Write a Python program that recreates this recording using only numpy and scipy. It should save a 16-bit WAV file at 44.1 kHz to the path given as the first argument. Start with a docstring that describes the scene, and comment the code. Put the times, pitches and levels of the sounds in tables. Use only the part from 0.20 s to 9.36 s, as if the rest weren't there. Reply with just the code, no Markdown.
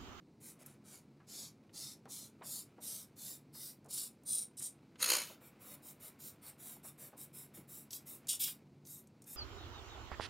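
"""Charcoal pencil sketching on paper

A charcoal pencil works on a sheet taped to a wooden desk, close up and in mono, in a quiet room.
Each stroke drags the tip over the tooth of the paper: a bright scratch that squeaks when pressed.
The tip knocks on the desk, snaps off crumbs and once judders across the sheet in slips that ring
the pencil. Underneath, the hand rubs along and the room rumbles softly."""
import sys
import numpy as np
from scipy import signal
from scipy.fft import rfft, irfft, next_fast_len
from scipy.io import wavfile

SR = 44100
rng = np.random.default_rng(int(sys.argv[2]) if len(sys.argv) > 2 else 0)


def transcribe(u):
    """Save the signal u as a 16-bit wav file named by the first command-line argument.

    u: samples, shape (n,) or (channels, n), limited to [-1, 1]; the rate is SR.
    q: integer samples, one column per channel.
    """
    v = np.clip(np.atleast_2d(u).T, -1, 1)
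    q = np.round(v * 32767).astype(np.int16)
    wavfile.write(sys.argv[1], SR, q)


N = 403956

# Tone of the room's rumble. Each row: frequency in Hz, level in dB.
ROOM_EQ = [(25, -35), (45, -19.5), (62, -20), (100, -6), (135, -7), (215, -3.5), (300, -5), (400, -11),
           (630, -21), (1000, -25), (2000, -65), (4000, -34.5), (8000, -44), (15000, -56)]
# The room's standing waves. Each row: frequency in Hz, width in Hz, boost in dB.
ROOM_MODES = [(141.7, 14, 12), (216, 10, 5.5)]
# The side of the hand rubbing over the sheet. Each row: time in seconds, level in dB.
HAND_LEVELS = [(0, -79.5), (.3, -83), (.46, -67.5), (.6, -79), (1.7, -78.5), (2.5, -74), (3.5, -79.5),
               (4.699, -75.5), (5.1, -72.5), (5.6, -71.5), (6.5, -73), (7.4, -74), (8.3, -69.5),
               (8.5, -79.5), (9.16, -77)]
# Dull tone of rubbing on the sheet and the desk under it. Each row: frequency in Hz, level in dB.
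RUB_EQ = [(250, -22.5), (500, -4.5), (900, -9), (1400, -9), (1750, -13.5), (2300, -10), (3200, -18),
          (6000, -26), (12000, -31)]
# Knocks on the desk. Each row: start in seconds, peak in dB, brightness in Hz, 60 dB decay in seconds.
DESK_KNOCKS = [(1.002, -57.5, 1710, 0.14), (1.494, -59, 2400, .04), (1.856, -47, 1110, 0.16),
               (2.211, -47.5, 970, 0.19), (2.22, -46.5, 2040, 0.12), (2.582, -50, 950, 0.099),
               (3.346, -59, 1500, 0.14), (3.651, -54, 880, 0.21), (4.404, -55, 2460, 0.11),
               (4.757, -53, 3040, 0.036), (5.1, -50, 720, 0.11), (5.213, -60, 1530, 0.18),
               (6.568, -53.5, 875, 0.04), (6.647, -53, 1070, 0.12), (6.93, -53, 995, 0.15),
               (7.376, -48, 288, 0.22), (8.137, -55, 1510, 0.06), (8.278, -48.5, 2700, 0.1)]
# Charcoal crumbs breaking. Each row: start in seconds, peak in dB, loudest pitch in Hz.
CRUMB_SNAPS = [(.462, -40, 11900), (1.855, -61, 5000), (3.34, -51, 8400), (3.645, -57, 8400),
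               (3.66, -57, 8400), (4.035, -56, 10000), (4.401, -43, 9500), (6.643, -47.5, 8400),
               (6.794, -51, 9500), (6.979, -49, 9500), (7.346, -51, 9500), (7.377, -61, 8400),
               (7.707, -40, 6000), (7.731, -33, 6000), (8.071, -40, 7500), (8.092, -26, 7500),
               (8.238, -25, 8400), (8.652, -52, 6040), (8.671, -48.5, 6000), (8.872, -56, 8380),
               (9.02, -50, 8500), (9.041, -54, 8400)]
# Tone of a snap. Each row: multiple of its loudest pitch, level in dB.
SNAP_EQ = [(.19, -26), (.4, -13), (.65, 0.5), (1, 6), (1.8, -7.5), (3, -12)]
# The judder's drag between slips. Each row: time in seconds, pencil ring in dB, desk rasp in dB.
DRAG_LEVELS = [(4.775, -84, -89.5), (4.801, -57, -51.5), (4.823, -36, -42), (4.872, -41, -42),
               (4.888, -33.5, -38), (4.955, -41.5, -39.5), (5.03, -49, -48.5), (5.06, -56, -54.5),
               (5.15, -71, -76)]
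# The tip catches and slips. Each row: start in seconds, length in seconds, first slip's boost in dB.
SLIP_RUNS = [(4.825, .048, 9.5), (4.9, .145, 10)]
# Bending modes of the pencil. Each row: frequency in Hz, width in Hz, level in dB.
PENCIL_MODES = [(4235, 330, -4.5), (6680, 250, -1.5), (9430, 250, -5), (9610, 190, -2), (12740, 330, -6.5)]
# Tone of the desk rasp in the judder. Each row: frequency in Hz, level in dB.
RASP_EQ = [(60, -40.5), (170, -8), (320, 10.5), (500, 13.5), (750, 9), (1050, 15.5), (1600, 14.5),
           (2500, 17), (3100, 18), (3600, 10), (4600, 16), (7700, 12), (8700, 8.5), (12000, 6.5),
           (13900, 2), (15500, -1)]
# Resonances of the sheet. Each row: frequency in Hz, width in Hz, level against the scratch in dB.
SHEET_MODES = [(3797, 220, -21), (5510, 390, -20.5), (7560, 840, -14)]
# Tone of the tip on the paper's tooth. Each row: frequency in Hz, level in dB.
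SCRATCH_EQ = [(2050, 12), (3500, 19), (4300, 17.5), (5400, 17), (6300, 11.5), (7300, 9), (8300, 5.5),
              (9400, 6.5), (11000, 7.5), (12700, 7.5), (14200, 6.5), (15500, 0)]
# The shifting hold on the pencil. Each row: time in seconds, low cut in Hz, body below 6.5 kHz in dB,
# treble tilt in dB per octave, squeak boost in dB, delay of the echo off the hand in milliseconds.
GRIPS = [(.2, 4200, -18, -5, 6.5, 0.3), (.64, 4130, -14.5, -11, 5.5, .31), (1.07, 3570, -10, -10, 4, .17),
         (1.53, 4280, -9, -11.5, 1, 0.2), (2.23, 3700, -14, -3.5, 8, 0.42), (3.33, 4230, -7, 6, 5.5, 0.206),
         (3.68, 3580, -11, -0.5, 12.5, .41), (4.05, 4060, -8.5, -1.5, 20.5, .33),
         (4.36, 3900, -20, -12, 13, 0.35), (5.03, 2200, -1, 14, -5, .44), (5.2, 3100, -25.5, 9, 2.5, .24),
         (5.8, 3400, -10, 10.5, 9.5, 0.083), (6.62, 3250, -22, 4, 7, 0.363),
         (7.47, 3100, -25.5, 4.5, 4.5, 0.38), (7.69, 3830, -13, 0, -6, 0.35),
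         (7.85, 3020, -24, 5.5, 3, .45), (8.075, 2730, -13, -5, 5.5, 0.57), (8.19, 2300, -7, 12, 9.5, 0.58),
         (8.64, 3750, -23, 1.5, 7, 0.16)]
# The strokes. Each row: start in seconds, length in seconds, level in dB,
# crest (where the hand is fastest) from 0 to 1, desk murmur in dB.
PENCIL_STROKES = [ (0.198, 0.13, -54.5, 0.64, -68.5), (0.387, 0.048, -62, 1, -67.5),
                  (0.443, 0.1, -66, 0.3, -72), (0.635, 0.16, -57.5, 0.68, -68),
                  (1.064, 0.22, -48.5, 0.64, -67.5), (1.524, 0.21, -47, .43, -67),
                  (1.878, 0.19, -48.5, 0.31, -69.5), (2.224, 0.2, -44, 0.59, -69),
                  (2.6, 0.23, -44.5, 0.4, -67), (2.955, 0.21, -47, 0.6, -68.5),
                  (3.323, 0.2, -47.5, .62, -69), (3.682, 0.19, -40.5, 0.56, -67.5),
                  (4.048, 0.19, -36.5, 0.45, -69), (4.367, 0.044, -45, 0.56, -79),
                  (4.404, 0.088, -41.5, 0.5, -70.5), (5.029, 0.12, -55, 0.3, -64.5),
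                  (5.2, 0.1, -59.5, 0.75, -68.5), (5.389, 0.17, -51.5, 0.9, -62.5),
                  (5.616, .112, -51.5, 0.76, -69), (5.791, 0.11, -51.5, 0.72, -65.5),
                  (5.984, 0.13, -48.5, 0.65, -70), (6.213, .104, -52.5, 0.73, -64.5),
                  (6.374, .19, -50, 0.64, -66.5), (6.626, 0.085, -51, .6, -67.5),
                  (6.772, .118, -52, 0.54, -65.5), (6.963, 0.093, -50, .72, -69),
                  (7.124, .13, -50.5, 0.48, -68), (7.334, .072, -54, 0.32, -66),
                  (7.471, 0.16, -51, 0.44, -73), (7.701, 0.087, -46.5, 0.53, -72),
                  (7.852, 0.12, -49, 0.35, -68.5), (8.08, 0.074, -34.3, 0.12, -75),
                  (8.19, 0.12, -33.5, 0, -76), (8.643, 0.16, -51.5, 0.58, -77),
                  (9.05, 0.19, -51, .35, -69.5)]

RUMBLE_DB, HIGH_CUT_HZ = -63, 15850
SLIP_HZ, SETTLE_S = 60.3, 0.17  # rate of the slips, and how slowly a run weakens
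BREAK_S, SLIDE_S, STICK_S = 0.001, 0.005, 0.0021  # each slip breaks loose, slides and sticks again
SQUEAK_HZ, SQUEAK_WIDTH_HZ = 9100, 1250  # resonance of a hard-pressed tip
SWELL_DB, SLOWING_DB = 13, 9.5  # a stroke's rise to its crest, and its fall after it
LANDING_SHARE, LIFT_DB_PER_S = 0.15, 458  # share of a stroke spent fading in; fade as the tip lifts


def gain_of(db):
    """Decibels to amplitude."""
    return 10 ** (np.asarray(db) / 20)


def unit_rms(x):
    """Scales to an rms of one."""
    return x / np.sqrt(np.mean(x ** 2) + 1e-20)


def eq_gain(points, hz):
    """Gain of an EQ curve in dB, its points joined on a log-frequency axis."""
    freqs, db = np.transpose(points)
    return gain_of(np.interp(np.log(hz + 1), np.log(freqs), db))


def bell(hz, centre, width):
    """Power response of one resonance."""
    return 1 / (1 + (2 * (hz - centre) / width) ** 2)


def filtered(x, gain):
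    """Filters x by a function of frequency."""
    size = next_fast_len(len(x) + 2048)
    return irfft(rfft(x, size) * gain(np.fft.rfftfreq(size, 1 / SR)), size)[:len(x)]


def add(mix, start, sound):
    """Mixes a sound in at a start time in seconds."""
    part = mix[max(round(start * SR), 0):][:len(sound)]
    part += sound[:len(part)]


def room_rumble():
    """A steady bed of low noise, lifted by the room's standing waves."""
    def tone(hz):
        boost_db = sum(db * bell(hz, centre, width) for centre, width, db in ROOM_MODES)
        return eq_gain(ROOM_EQ, hz) * gain_of(boost_db)

    return gain_of(RUMBLE_DB) * unit_rms(filtered(rng.standard_normal(N), tone))


def room_reverb(x, t60, wet_db):
    """Adds a short tail of sparse wall reflections with a softened top."""
    t = np.arange(SR // 2) / SR
    tail = rng.standard_normal(len(t)) * (rng.random(len(t)) < 2000 / SR)
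    tail *= (t > .003) * gain_of(-60 * t / t60)
    tail = filtered(tail, lambda hz: 1 / np.sqrt(1 + (hz / 6800) ** 2))
    return x + gain_of(wet_db) * signal.fftconvolve(x, tail / np.linalg.norm(tail))[:N]


def near_reflections(x, spread_s, wet):
    """Adds first reflections off desk, hand and arm; their comb filtering shifts as the tip travels."""
    places = 2 + len(x) * 12 // SR
    delays = np.round(SR * (.0003 + rng.exponential(spread_s, (places, 8)))).astype(int)
    signs = rng.choice([-1, 1], delays.shape) / np.sqrt(delays.shape[1])
    travel = np.linspace(0, places - 1, len(x))
    echoes = 0
    for k in range(places):
        crossfade = np.cos(np.pi / 2 * np.minimum(abs(travel - k), 1))
        copies = (sign * np.pad(x, (delay, 0))[:len(x)] for sign, delay in zip(signs[k], delays[k]))
        echoes += crossfade * sum(copies)
    return x + wet * echoes


def friction(count, clump_db, clump_hz, grit):
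    """Countless tiny contacts that come in clumps, with a few hard grains among them."""
    clumps = filtered(rng.standard_normal(count), lambda hz: 1 / np.sqrt(1 + (hz / clump_hz) ** 4))
    flutter = gain_of(clump_db * np.clip(unit_rms(clumps), -2.5, 2.5))
    grains = rng.standard_normal(count) * (rng.random(count) < 720 / SR)
    contacts = rng.standard_normal(count) + grit * unit_rms(grains)
    return unit_rms(contacts * flutter)


def hand_rub():
    """Skin sliding on paper: a dull, soft hiss."""
    times, db = np.transpose(HAND_LEVELS)
    skin = friction(N, clump_db=1.5, clump_hz=69.6, grit=0.24)
    hiss = unit_rms(filtered(skin, lambda hz: eq_gain(RUB_EQ, hz)))
    return hiss * gain_of(np.interp(np.arange(N) / SR, times, db))


def impact(peak_db, t60, tone):
    """A hit on dense, damped modes: a burst of filtered noise that dies fast."""
    t = np.arange(SR // 5) / SR
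    burst = filtered(rng.standard_normal(len(t)), tone) * gain_of(-60 * t / t60)
    return gain_of(peak_db) * burst / np.max(abs(burst))


def desk_knock(peak_db, bright_hz, t60):
    """The tip or a knuckle hits the desk top: a soft, woody knock."""
    def tone(hz):
        high_cut = (1 + (hz / bright_hz) ** 6) ** -.5
        low_cut = (1 + (0.38 * bright_hz / (hz + 1)) ** 8) ** -.5
        return high_cut * low_cut

    return impact(peak_db, t60, tone)


def crumb_snap(peak_db, pitch_hz):
    """A crumb of charcoal breaks under the tip: a tiny, bright tick."""
    curve = [(multiple * pitch_hz, db) for multiple, db in SNAP_EQ]
    return impact(peak_db, t60=0.038, tone=lambda hz: eq_gain(curve, hz))


def slip_boost(t, length, first_db):
    """Boost in dB from one run of steady, weakening slips, t seconds after the tip catches."""
    corners = np.cumsum([0, BREAK_S, SLIDE_S, STICK_S])
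    pulses = np.interp(t % (1 / SLIP_HZ), corners, [0, 1, 1, 0])
    return first_db * pulses * np.exp(-abs(t) / SETTLE_S) * (t > 0) * (t < length)


def judder():
    """The tip sticks and slips about sixty times a second, ringing the pencil and rasping on the desk."""
    def bending(hz):
        return sum(gain_of(db) / (1 + 2j * (hz - centre) / width) * bell(hz, centre, 5 * width)
                   for centre, width, db in PENCIL_MODES)

    times, ring_db, rasp_db = np.transpose(DRAG_LEVELS)
    t = np.arange(times[0], times[-1], 1 / SR)
    slip_db = sum(slip_boost(t - start, length, db) for start, length, db in SLIP_RUNS)
    ring = friction(len(t), clump_db=-2.6, clump_hz=380, grit=0.18)
    ring = unit_rms(filtered(ring, bending))
    ring *= gain_of(np.interp(t, times, ring_db) + slip_db)
    rasp = friction(len(t), clump_db=2.5, clump_hz=388, grit=0.32)
    rasp = filtered(rasp, lambda hz: eq_gain(RASP_EQ, hz))
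    rasp = unit_rms(near_reflections(rasp, spread_s=.005, wet=.6))
    rasp *= gain_of(np.interp(t, times, rasp_db) + 0.74 * slip_db)
    return times[0], ring + rasp


def sheet_ring(count):
    """Fuzzy resonances of the sheet, gliding up or down as the tip moves away from the holding fingers."""
    ring = 0
    for centre, width, db in SHEET_MODES:
        glide = rng.uniform(-.07, .07) * np.linspace(-1, 1, count)
        detune = rng.uniform(-.04, .04)
        phase = 2 * np.pi * np.cumsum(centre * (1 + glide + detune)) / SR
        fuzz = [filtered(rng.standard_normal(count), lambda hz: bell(hz, 0, width)) for _ in range(2)]
        ring += gain_of(db) * unit_rms(fuzz[0] * np.cos(phase) + fuzz[1] * np.sin(phase))
    return ring


def stroke_envelope(t, length, crest):
    """A stroke's shape in dB: the tip lands, the hand speeds up to its crest and slows, the tip lifts."""
    along = np.minimum(t / length, 1)
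    crest = np.clip(crest, .05, .95)
    rising_db = -SWELL_DB * (1 - along / crest) ** 2
    falling_db = -SLOWING_DB * ((along - crest) / (1 - crest)) ** 2
    landing_db = 20 * np.log10(np.clip(t / (LANDING_SHARE * length), 1e-3, 1))
    lift_db = -LIFT_DB_PER_S * np.maximum(t - length, 0)
    return landing_db + np.where(along < crest, rising_db, falling_db) + lift_db


def pencil_stroke(start, length, level_db, crest, desk_db):
    """The paper's tooth plucks the tip; the grip colours the scratch and the desk murmurs under it."""
    times, *grip = np.transpose(GRIPS)
    cut_hz, body_db, tilt_db, squeak_db, echo_ms = (np.interp(start, times, column) for column in grip)
    t = np.arange(0, length + .1, 1 / SR)
    swell_db = stroke_envelope(t, length, crest)

    def tone(hz):
        body = gain_of(body_db / (1 + (hz / 6500) ** 12))
        treble = gain_of(tilt_db * np.log2(np.maximum(hz / 8000, 1)))
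        squeak = gain_of(squeak_db * bell(hz, SQUEAK_HZ, SQUEAK_WIDTH_HZ))
        hand_echo = 1 + .3 * np.exp(-2j * np.pi * hz * echo_ms / 1000)
        low_cut = (1 + (cut_hz / (hz + 1)) ** 12) ** -.5  # so small a tip radiates no bass
        return eq_gain(SCRATCH_EQ, hz) * body * treble * squeak * hand_echo * low_cut

    # a squeaking tip grabs and lets go more unevenly
    drive = friction(len(t), clump_db=1.35 + max(squeak_db, 0) / 11, clump_hz=430, grit=0.22)
    scratch = near_reflections(filtered(drive, tone), spread_s=.002, wet=1.0)
    tip = unit_rms(unit_rms(scratch) + sheet_ring(len(t))) * gain_of(level_db + swell_db)
    murmur = filtered(drive, lambda hz: eq_gain(RUB_EQ, hz))
    murmur = near_reflections(murmur, spread_s=.003, wet=0.87)
    desk = unit_rms(murmur) * gain_of(desk_db + .5 * swell_db)  # swells half as many dB as the tip
    return (tip + desk) * signal.windows.tukey(len(t), .03)


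def scene():
    """Hand and pencil over the room tone, the same in both channels."""
    drawing = hand_rub()
    for start, *stroke in PENCIL_STROKES:
        add(drawing, start, pencil_stroke(start, *stroke))
    for start, *knock in DESK_KNOCKS:
        add(drawing, start, desk_knock(*knock))
    for start, *snap in CRUMB_SNAPS:
        add(drawing, start, crumb_snap(*snap))
    add(drawing, *judder())
    mix = room_reverb(drawing, t60=.18, wet_db=-18) + room_rumble()
    return np.tile(mix, (2, 1))


def record(dry):
    """A steep high cut takes off the very top of the treble."""
    high_cut = signal.firwin(511, HIGH_CUT_HZ, window=("kaiser", 9), fs=SR)
    return signal.oaconvolve(dry, high_cut[None], "same")


dry = scene()
out = record(dry)
transcribe(out)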